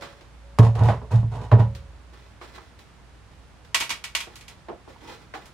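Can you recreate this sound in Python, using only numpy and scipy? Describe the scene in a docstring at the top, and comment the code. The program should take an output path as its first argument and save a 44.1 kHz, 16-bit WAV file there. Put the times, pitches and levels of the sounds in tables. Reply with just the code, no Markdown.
"""In a small wood-lined room a big plastic bucket is set down and shoved up to a fruit press:
its base booms like a drum, its wall slaps and scrapes over grit, its wire handle sings.
Rubber gloves rustle over to the basket, whose wooden slats clack sharply as they are pulled apart.
Then the hands dig into the wet pulp: lumps land with dull thuds and air pockets squelch open.
Faint room noise and a low, wavering drone lie under it all."""
import sys
import numpy as np
from scipy import signal
from scipy.fft import rfft, irfft, next_fast_len
from scipy.io import wavfile

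SR = 44100
rng = np.random.default_rng(int(sys.argv[2]) if len(sys.argv) > 2 else 0)


def unload_wav(signal):
    """Save mono or channel-first audio to the path in sys.argv[1] as 16-bit WAV at rate SR, clipped to [-1, 1]."""
    wavfile.write(
        sys.argv[1],
        SR,
        np.round(np.clip(np.atleast_2d(signal).T, -1, 1) * 32767).astype(np.int16),
    )


N = 243873
TIME = np.arange(N) / SR
RING_TIME = TIME[:2 * SR // 5]  # 0.4 s for a hit to ring out
USUAL_CONTACT_S = 0.01

# The bucket's base takes a load. Each row: start in seconds, level in dB, push time in seconds.
BOOMS = [(0.5914, .5, 0.0052), (.6253, -21, .018), (0.6615, -14.5, 0.013), (0.7966, -2, 0.036),
         (0.8845, -19, 0.016), (1.1151, 0, 0.059), (1.2384, -18, 0.0089), (1.5136, 0.5, 0.027),
         (1.5917, -10, 0.0086)]
# The base and the air inside. Each row: multiple of the base note, level in dB, t60 in seconds.
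BASE_MODES = [(.535, -30.5, 0.24), (0.675, -26, 0.98), (0.999, 0, 0.32), (1.209, -25.5, 0.62),
              (1.69, -22.5, .44), (2.1, -17.5, 0.12), (2.42, -14.5, 0.071)]
# The wire handle sings. Each row: start in seconds, level in dB, pitch in Hz, t60 in seconds.
HANDLE_NOTES = [(0, -45.5, 563, 0.81), (.435, -56, 558, 1.6), (.592, -36.5, 563, 1.1),
                (1.522, -33.5, 550, 0.77)]
# The wall slaps floor and press. Each row: start in seconds, level in dB, contact time in seconds,
# treble roll-off in Hz, bite in dB per octave.
SLAPS = [(.5867, -22, 0.011, 12000, 2.5), (.5955, -19, 0.0042, 5000, -3.5), (.6323, -27.5, 0.0085, 1390, 0),
         (.665, -33, 0.0087, 1800, 1), (.8866, -23, 0.033, 3520, 2.9), (1.017, -41.5, .026, 1000, 1),
         (1.1181, -38, 0.039, 13000, 2.5), (1.2282, -38.5, 0.002, 1500, -2),
         (1.418, -40.5, .007, 5040, -1.5), (1.5156, -23, 0.02, 2200, 5), (1.5246, -20, 0.026, 3000, -2),
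         (1.5986, -26.5, 0.024, 4500, -2)]
# Hollow tone of the plastic wall. Each row: frequency in Hz, gain in dB.
WALL_EQ = [(94, -25.5), (160, -3), (243, 0), (329, -15.5), (430, -2), (520, -14), (617, -5), (745, -12),
           (954, -11), (1750, -22), (1930, -23.5), (2160, -27.5), (9510, -46.5), (15000, -55)]
# Resonant bumps on that tone. Each row: centre in Hz, width in Hz, boost in dB.
WALL_PEAKS = [(467, 50, 4.5), (690, 16, 6.5), (744, 25, 3.5), (917, 46, 6), (1092, 57, 7), (1900, 105, 2)]
# The wall's ring. Each row: pitch in Hz, level in dB, ungripped t60 in seconds.
WALL_MODES = [(238, -3, .22), (421, -5, .3), (614, 1, .26), (669, -2, .32), (817, -4, .24), (976, -2, .3),
              (1079, -5, .26)]
# Shoves along the floor. Each row: start and length in seconds, scrape level in dB, grit trim in dB.
SHOVES = [(0.618, 0.045, -33, -12.5), (0.745, 0.016, -35, -14.5), (0.773, 0.13, -27.5, -20.5),
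          (1.103, 0.045, -34, -12.5), (1.31, 0.058, -37.5, -18), (1.38, 0.071, -40.5, -16),
          (1.525, 0.01, -28, -36), (1.576, 0.023, -29, -28)]
# Crunch of the grit. Each row: frequency in Hz, gain in dB.
GRIT_EQ = [(700, -22.5), (1500, 1.5), (2800, 3.5), (4500, -0.5), (7000, -5), (10000, -8), (15000, -30.5)]
# Midrange rasp of the scrape. Each row: frequency in Hz, gain in dB.
SCRAPE_EQ = [(150, -20.5), (400, 2), (1200, 3), (3000, 1), (10000, -20)]
# Weight of the shaking floor. Each row: frequency in Hz, gain in dB.
RUMBLE_EQ = [(20, -31.5), (40, -16.5), (65, -8.5), (110, 11), (200, -16), (400, -27.5), (1500, -68.5)]

# Slats knock together. Each row: start in seconds, level in dB, contact time in seconds.
CLACKS = [(3.7451, -18.5, .012), (3.8021, -31, 0.0041), (3.8075, -26, 0.027), (3.8938, -33, 0.0091),
          (3.9041, -26.5, 0.018), (4.0401, -33, 0.012), (4.1502, -23, .011), (4.2042, -33.5, 0.013),
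          (4.3564, -45.5, .004), (4.4094, -48.5, 0.011), (4.4809, -44.5, 0.0092), (5.4571, -54, 0.0022)]
# Bright crack of a slat. Each row: frequency in Hz, gain in dB.
SLAT_EQ = [(120, -48), (200, -16), (590, -13), (671, -4), (722, -14.5), (916, -4), (1000, -4), (1770, -3),
           (2470, 2), (6050, -6), (6640, -6), (11500, -14.5), (16000, -28)]
# The slats' ring. Each row: pitch in Hz, level in dB, ungripped t60 in seconds.
SLAT_MODES = [(935, -6, .26), (1092, -6, .26), (1452, -10, .2), (1940, -1, .33), (2245, 0, .33),
              (2440, -1.5, .32), (2555, -5, .23), (2776, -6, .23), (2871, -3, .28), (3180, -7, .25),
              (3290, -4, .3), (3397, -6, .23), (4085, -10, .18), (4355, -9, .2), (5028, -8, .25),
              (6445, -7, .18)]

# Wet lumps land. Each row: start in seconds, level in dB, contact time in seconds, roll-off in Hz.
LUMPS = [(4.2707, -46, 0.0052, 1610), (4.6851, -38.5, 0.022, 5000), (4.6996, -36, 0.019, 790),
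         (4.8753, -46, 0.0071, 744)]
# A glove lands on wood. Each row: start in seconds, level in dB, contact time in seconds, roll-off in Hz.
PATS = [(.023, -43.5, 0.068, 4970), (2.14, -58, 0.033, 3500), (2.414, -43, 0.0069, 2220),
        (2.579, -45, 0.011, 1710), (5.338, -37, 0.013, 2370)]
# Dull body of a soft landing. Each row: frequency in Hz, gain in dB.
THUD_EQ = [(88, -50), (150, -6.5), (333, -6), (515, -11.5), (611, -0.5), (964, -4), (1080, -3.5),
           (3370, -23), (8880, -41), (14000, -51)]
# Resonant bumps on the thud. Each row: centre in Hz, width in Hz, boost in dB.
THUD_PEAKS = [(365, 140, 13.5), (481, 50, 12), (644, 24, 0.5), (1116, 21, 1)]
# Fingers squeeze the pulp. Each row: peak time and length in seconds, level in dB, bubble pitch in Hz,
# pitch spread as a share.
SQUEEZES = [(4.708, .05, -36.5, 643, .1), (4.89, 0.0412, -46, 475, 0.087), (5.055, .12, -49, 338, .15),
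            (5.091, .19, -52, 464, 0.046), (5.095, .17, -52, 884, 0.026), (5.36, .04, -40, 817, 0.198)]
# Gloves rub on cloth, wood and pulp. Each row: start and length in seconds, relative level in dB.
RUBS = [(-.02, 0.02, -36), (2.125, 0.015, -48.5), (2.185, 0.023, -54), (2.405, 0.052, -45),
        (2.535, 0.026, -47), (2.78, 0.045, -55), (3.3, 0.074, -58), (4.27, 0.064, -54),
        (4.47, 0.016, -49.5), (4.87, 0.031, -49.5), (5.0, 0.11, -41.5), (5.335, 0.022, -42)]
# Short bright ticks and cracks: grit under the bucket, and glove smacks.
# Each row: start in seconds, level in dB, contact time in seconds.
TICKS = [(.0205, -45, 0.019), (.2096, -51.5, 0.012), (.7522, -47, 0.0093), (.835, -45, 0.0051),
         (1.598, -43.5, 0.012), (1.7497, -47, 0.0053), (2.7903, -54, 0.0044), (3.6473, -55.5, 0.0067)]
# Tone shared by the glove rubs and the ticks. Each row: frequency in Hz, gain in dB.
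CRACKLE_EQ = [(120, -58), (200, -14), (215, -12.5), (314, -4), (435, -5), (476, -0.5), (624, -12.5),
              (912, -9.5), (980, -8.5), (4090, -16), (15000, -39.5)]

# The drone swells and sinks. Each row: start and length in seconds, level in dB.
DRONE_SWELLS = [(.25, 1.19, -38), (2.9, 0.47, -53)]
# Dark room tone. Each row: frequency in Hz, gain in dB.
AIR_EQ = [(22, -22), (45, -12.5), (80, -9.5), (130, -12.5), (210, -19.5), (420, -24), (1000, -25.5),
          (1500, -28.5), (3800, -37), (7000, -44), (10000, -47.5), (13000, -59.5), (15500, -64)]
# Stereo width, greatest in the treble. Each row: frequency in Hz, gain of the side signal in dB.
WIDTH_EQ = [(60, -7.5), (200, -4), (600, -7), (1300, -4), (2500, -3), (4500, -1), (15000, -0.8)]
# Left-right balance. Each row: frequency in Hz, right minus left in dB.
BALANCE = [(60, 2), (400, 2), (1300, 3), (4400, 2), (9000, 0.6), (15000, -1)]


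def bucket_base(note_hz=113.7):
    """The base booms like a slack drum; a slow push lets the note swell."""
    out, t = np.zeros(N), TIME[:SR]
    ring = sum(undb(db - 60 * t / t60) * np.sin(2 * np.pi * ratio * note_hz * t)
               for ratio, db, t60 in BASE_MODES)
    for start, db, push_s in BOOMS:
        swell = np.sin(np.pi / 2 * np.minimum(t / push_s, 1)) ** 2
        add(out, start, undb(db) * swell * ring)
    return out


def bucket_drag():
    """Stick-slip rings the wall; the same drag shakes the floor and crushes grit."""
    hollow = unit(colour(room(0.0027, direct_db=5, side_db=-5.5), WALL_EQ, WALL_PEAKS))
    wall = hollow + undb(-6.5) * ringing(WALL_MODES, grip=1.6, side_db=-11.5, scatter_db=0.5)
    scrape = unit(colour(convolve(slips(per_s=1700, spread_db=3.5), wall), SCRAPE_EQ))
    rumble = unit(colour(rng.standard_normal(N), RUMBLE_EQ))
    crunch = convolve(slips(per_s=1400, spread_db=7), room(0.0013, direct_db=6.5))
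    grit = unit(colour(crunch, GRIT_EQ))
    shape = dict(attack_s=0.015, build_db_per_s=32, release_db_per_s=228)  # grips, bears down, stops
    drag = strokes([row[:3] for row in SHOVES], **shape)
    crush = strokes([(start, length, db + trim) for start, length, db, trim in SHOVES], **shape)
    return drag * (scrape + undb(6.5) * rumble) + undb(1) * crush * grit


def wall_slap(contact_s):
    """Thick plastic struck close by: a smack and a hollow ring."""
    smack = unit(colour(room(contact_s, direct_db=14, side_db=-4.5), WALL_EQ, WALL_PEAKS))
    return smack + undb(-5) * ringing(WALL_MODES, grip=2.3, side_db=-6, scatter_db=7)


def wire_handle():
    """The wire handle sings in thin, slowly fading tones."""
    out, t = np.zeros(N), TIME[:SR]
    for start, db, hz, t60 in HANDLE_NOTES:
        add(out, start, undb(db - 60 * t / t60) * np.sin(2 * np.pi * hz * t))
    return out


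def slat_clack(contact_s):
    """Hard wood on wood, heard largely off the walls: a broad crack and the ring of the slats."""
    crack = unit(colour(room(contact_s, direct_db=4.5, side_db=0.5), SLAT_EQ))
    return crack + undb(-6.5) * ringing(SLAT_MODES, grip=1.5, side_db=-17, scatter_db=1.5)


def soft_thud(contact_s):
    """A wet lump or a gloved hand lands with a dull knock."""
    return colour(room(contact_s, direct_db=7), THUD_EQ, THUD_PEAKS)


def pulp_squelch(cycles=11, glide=0.05, pockets=14):
    """Air pockets open in the squeezed pulp; each rings for a few cycles and rises in pitch."""
    out, t = np.zeros(N), TIME[:SR // 10]
    for peak_s, length_s, db, centre_hz, spread in SQUEEZES:
        pops = np.zeros(N)
        for when, pitch, size in rng.standard_normal((pockets, 3)):
            hz = centre_hz * np.exp(spread * pitch)
            age = hz * t / cycles
            bubble = np.exp(-3 * age) * np.sin(2 * np.pi * hz * t * (1 + glide * age))
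            add(pops, peak_s + when * length_s / 4, undb(3 * size) * bubble)
        out += undb(db) * pops * np.sqrt(length_s * SR / np.sum(pops ** 2))
    space = room(0.0021, direct_db=21.5)
    return convolve(out, space / np.linalg.norm(space[0]))


def glove_rustle():
    """Rubber crackles in tiny slips as it rubs."""
    friction = convolve(slips(per_s=1500, spread_db=7.5), room(0.0025, direct_db=2))
    crackle = unit(colour(friction, CRACKLE_EQ))
    rubbing = strokes(RUBS, attack_s=0.014, build_db_per_s=76, release_db_per_s=105)
    return undb(-2.5) * rubbing * crackle


def tick(contact_s):
    """A short bright crack: grit under the bucket, or a glove smack."""
    return colour(room(contact_s, direct_db=3.5), CRACKLE_EQ)


def room(contact_s, direct_db, side_db=0, low_t60_s=0.26, high_t60_s=0.21):
    """A brief chatter of contacts and the dense room tail it builds up; the treble dies first."""
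    direct, low, high = rng.standard_normal((3, 2, len(RING_TIME)))
    low = signal.sosfilt(signal.butter(2, 4000, fs=SR, output="sos"), low)
    high = signal.sosfilt(signal.butter(2, 4000, "high", fs=SR, output="sos"), high)
    tail = low * 1000 ** (-RING_TIME / low_t60_s) + high * 1000 ** (-RING_TIME / high_t60_s)
    contact = np.exp(-RING_TIME / contact_s)
    mid, side = undb(direct_db) * contact * direct + np.sqrt(1 - contact ** 2) * tail
    return stereo(mid, side, side_db)


def background(air_db=-51.5, drone_floor_db=-58, drone_hz=59.16, waver_hz=1.395):
    """A bed of faint room noise and a low, wavering drone that swells twice."""
    air = unit(colour(stereo(*rng.standard_normal((2, N))), AIR_EQ))
    waver = np.interp(TIME, np.linspace(0, TIME[-1], 30), rng.standard_normal(30))
    drone = np.sqrt(2) * np.sin(2 * np.pi * np.cumsum(drone_hz + waver_hz * waver) / SR)
    swell = strokes(DRONE_SWELLS, attack_s=0.12, build_db_per_s=8, release_db_per_s=17.5)
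    return undb(air_db) * air + np.hypot(undb(drone_floor_db), swell) * drone


def hits(rows, sound, tilt_db=0, soften_db=0):
    """Play a sound for each row; its tilt in dB per octave drops by soften_db as the contact doubles."""
    out = np.zeros((2, N))
    hz = np.geomspace(200, 16000, 16)

    def hit(db, contact_s, rolloff_hz=np.inf, bite_db=0):
        slope_db = tilt_db + bite_db - soften_db * np.log2(contact_s / USUAL_CONTACT_S)
        eq_db = slope_db * np.log2(hz / hz[0]) - 10 * np.log10(1 + (hz / rolloff_hz) ** 4)
        shaped = colour(sound(contact_s), np.c_[hz, eq_db])
        return undb(db) * shaped / shaped[:, :SR // 40].std()  # the first 25 ms set the level

    for start, *row in rows:
        add(out, start, hit(*row))
    return out


def ringing(modes, grip, side_db, scatter_db):
    """A struck body rings, dying grip times faster in the hand; the mix of modes varies by hit."""
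    hz, db, t60 = np.transpose(modes)[..., None]
    phase = rng.uniform(0, 2 * np.pi, hz.shape)
    envelope = undb(db + scatter_db * rng.standard_normal(hz.shape) - 60 * grip * RING_TIME / t60)
    ring = np.sum(envelope * np.exp(1j * (2 * np.pi * hz * RING_TIME + phase)), axis=0)
    return unit(stereo(ring.real, ring.imag, side_db))


def slips(per_s, spread_db):
    """Tiny slips at random moments, a few much larger than the rest."""
    size = undb(spread_db * np.minimum(rng.exponential(size=N), 4))
    return (rng.random(N) < per_s / SR) * size * rng.choice([-1, 1], N)


def strokes(rows, attack_s, build_db_per_s, release_db_per_s):
    """Envelope of strokes: each sets in, builds to its level over its length and dies away."""
    power = np.zeros(N)
    for start, length_s, db in rows:
        past_end = TIME - start - length_s
        fall_db = np.maximum(-build_db_per_s * past_end, release_db_per_s * past_end)
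        attack = np.clip((TIME - start) / attack_s, 0, 1)
        power += (attack * undb(db - fall_db)) ** 2
    return np.sqrt(power)


def colour(x, curve, peaks=()):
    """Minimum-phase EQ: a curve of (Hz, dB) points with resonant peaks on top."""
    half = next_fast_len(x.shape[-1] // 2 + len(RING_TIME) // 2, real=True)
    freq = np.linspace(0, SR / 2, half + 1)
    hz, db = np.transpose(curve)
    outline_db = np.interp(np.log(freq + 1), np.log(hz), db)
    peaks_db = sum(boost / (1 + (2 * (freq - centre) / width) ** 2) for centre, width, boost in peaks)
    cepstrum = irfft(np.log(undb(outline_db + peaks_db)))
    cepstrum[1:half] *= 2  # folded forward, so nothing rings ahead of a hit
    cepstrum[half + 1:] = 0
    return irfft(rfft(x, 2 * half) * np.exp(rfft(cepstrum)))[..., :x.shape[-1]]


def stereo(mid, side, side_db=0):
    """Mid and side to left and right; reflections differ more as the waves get shorter."""
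    return mid + undb(side_db) * colour(side, WIDTH_EQ) * np.array([[1], [-1]])


def convolve(x, response):
    """Pass a sound through a two-channel response."""
    return signal.fftconvolve(np.atleast_2d(x), response, axes=-1)[:, :N]


def add(out, start_s, x):
    """Mix a sound in at its cue."""
    i = max(int(start_s * SR), 0)
    out[..., i:i + x.shape[-1]] += x[..., :N - i]


def undb(db):
    """Decibels to gain."""
    return 10 ** (np.asarray(db) / 20)


def unit(x):
    """Scale to rms 1."""
    return x / np.sqrt(np.mean(x ** 2))


def scene():
    """Bucket, basket, hands and pulp in one small room."""
    slats = hits(CLACKS, slat_clack, tilt_db=0.48, soften_db=1.76)
    bucket = bucket_base() + bucket_drag() + hits(SLAPS, wall_slap) + wire_handle()
    rustle = glove_rustle()
    ticks = hits(TICKS, tick, soften_db=2.5)
    pats = hits(PATS, soft_thud, tilt_db=6)
    pulp = hits(LUMPS, soft_thud, tilt_db=1) + pulp_squelch()
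    return bucket + slats + pulp + pats + rustle + ticks + background()


def record(dry, low_cut_hz=32, high_cut_hz=15850):
    """Lean the mix a little to the right, thin the deepest bass, clip at full scale and cut the top."""
    leaned = np.array([colour(channel, [(hz, side * db / 2) for hz, db in BALANCE])
                       for channel, side in zip(dry, (-1, 1))])
    thinned = signal.sosfilt(signal.butter(2, low_cut_hz, "high", fs=SR, output="sos"), leaned)
    high_cut = signal.ellip(10, 0.2, 70, high_cut_hz, fs=SR, output="sos")
    return signal.sosfilt(high_cut, np.clip(thinned, -1, 1))


dry = scene()
out = record(dry)
unload_wav(out)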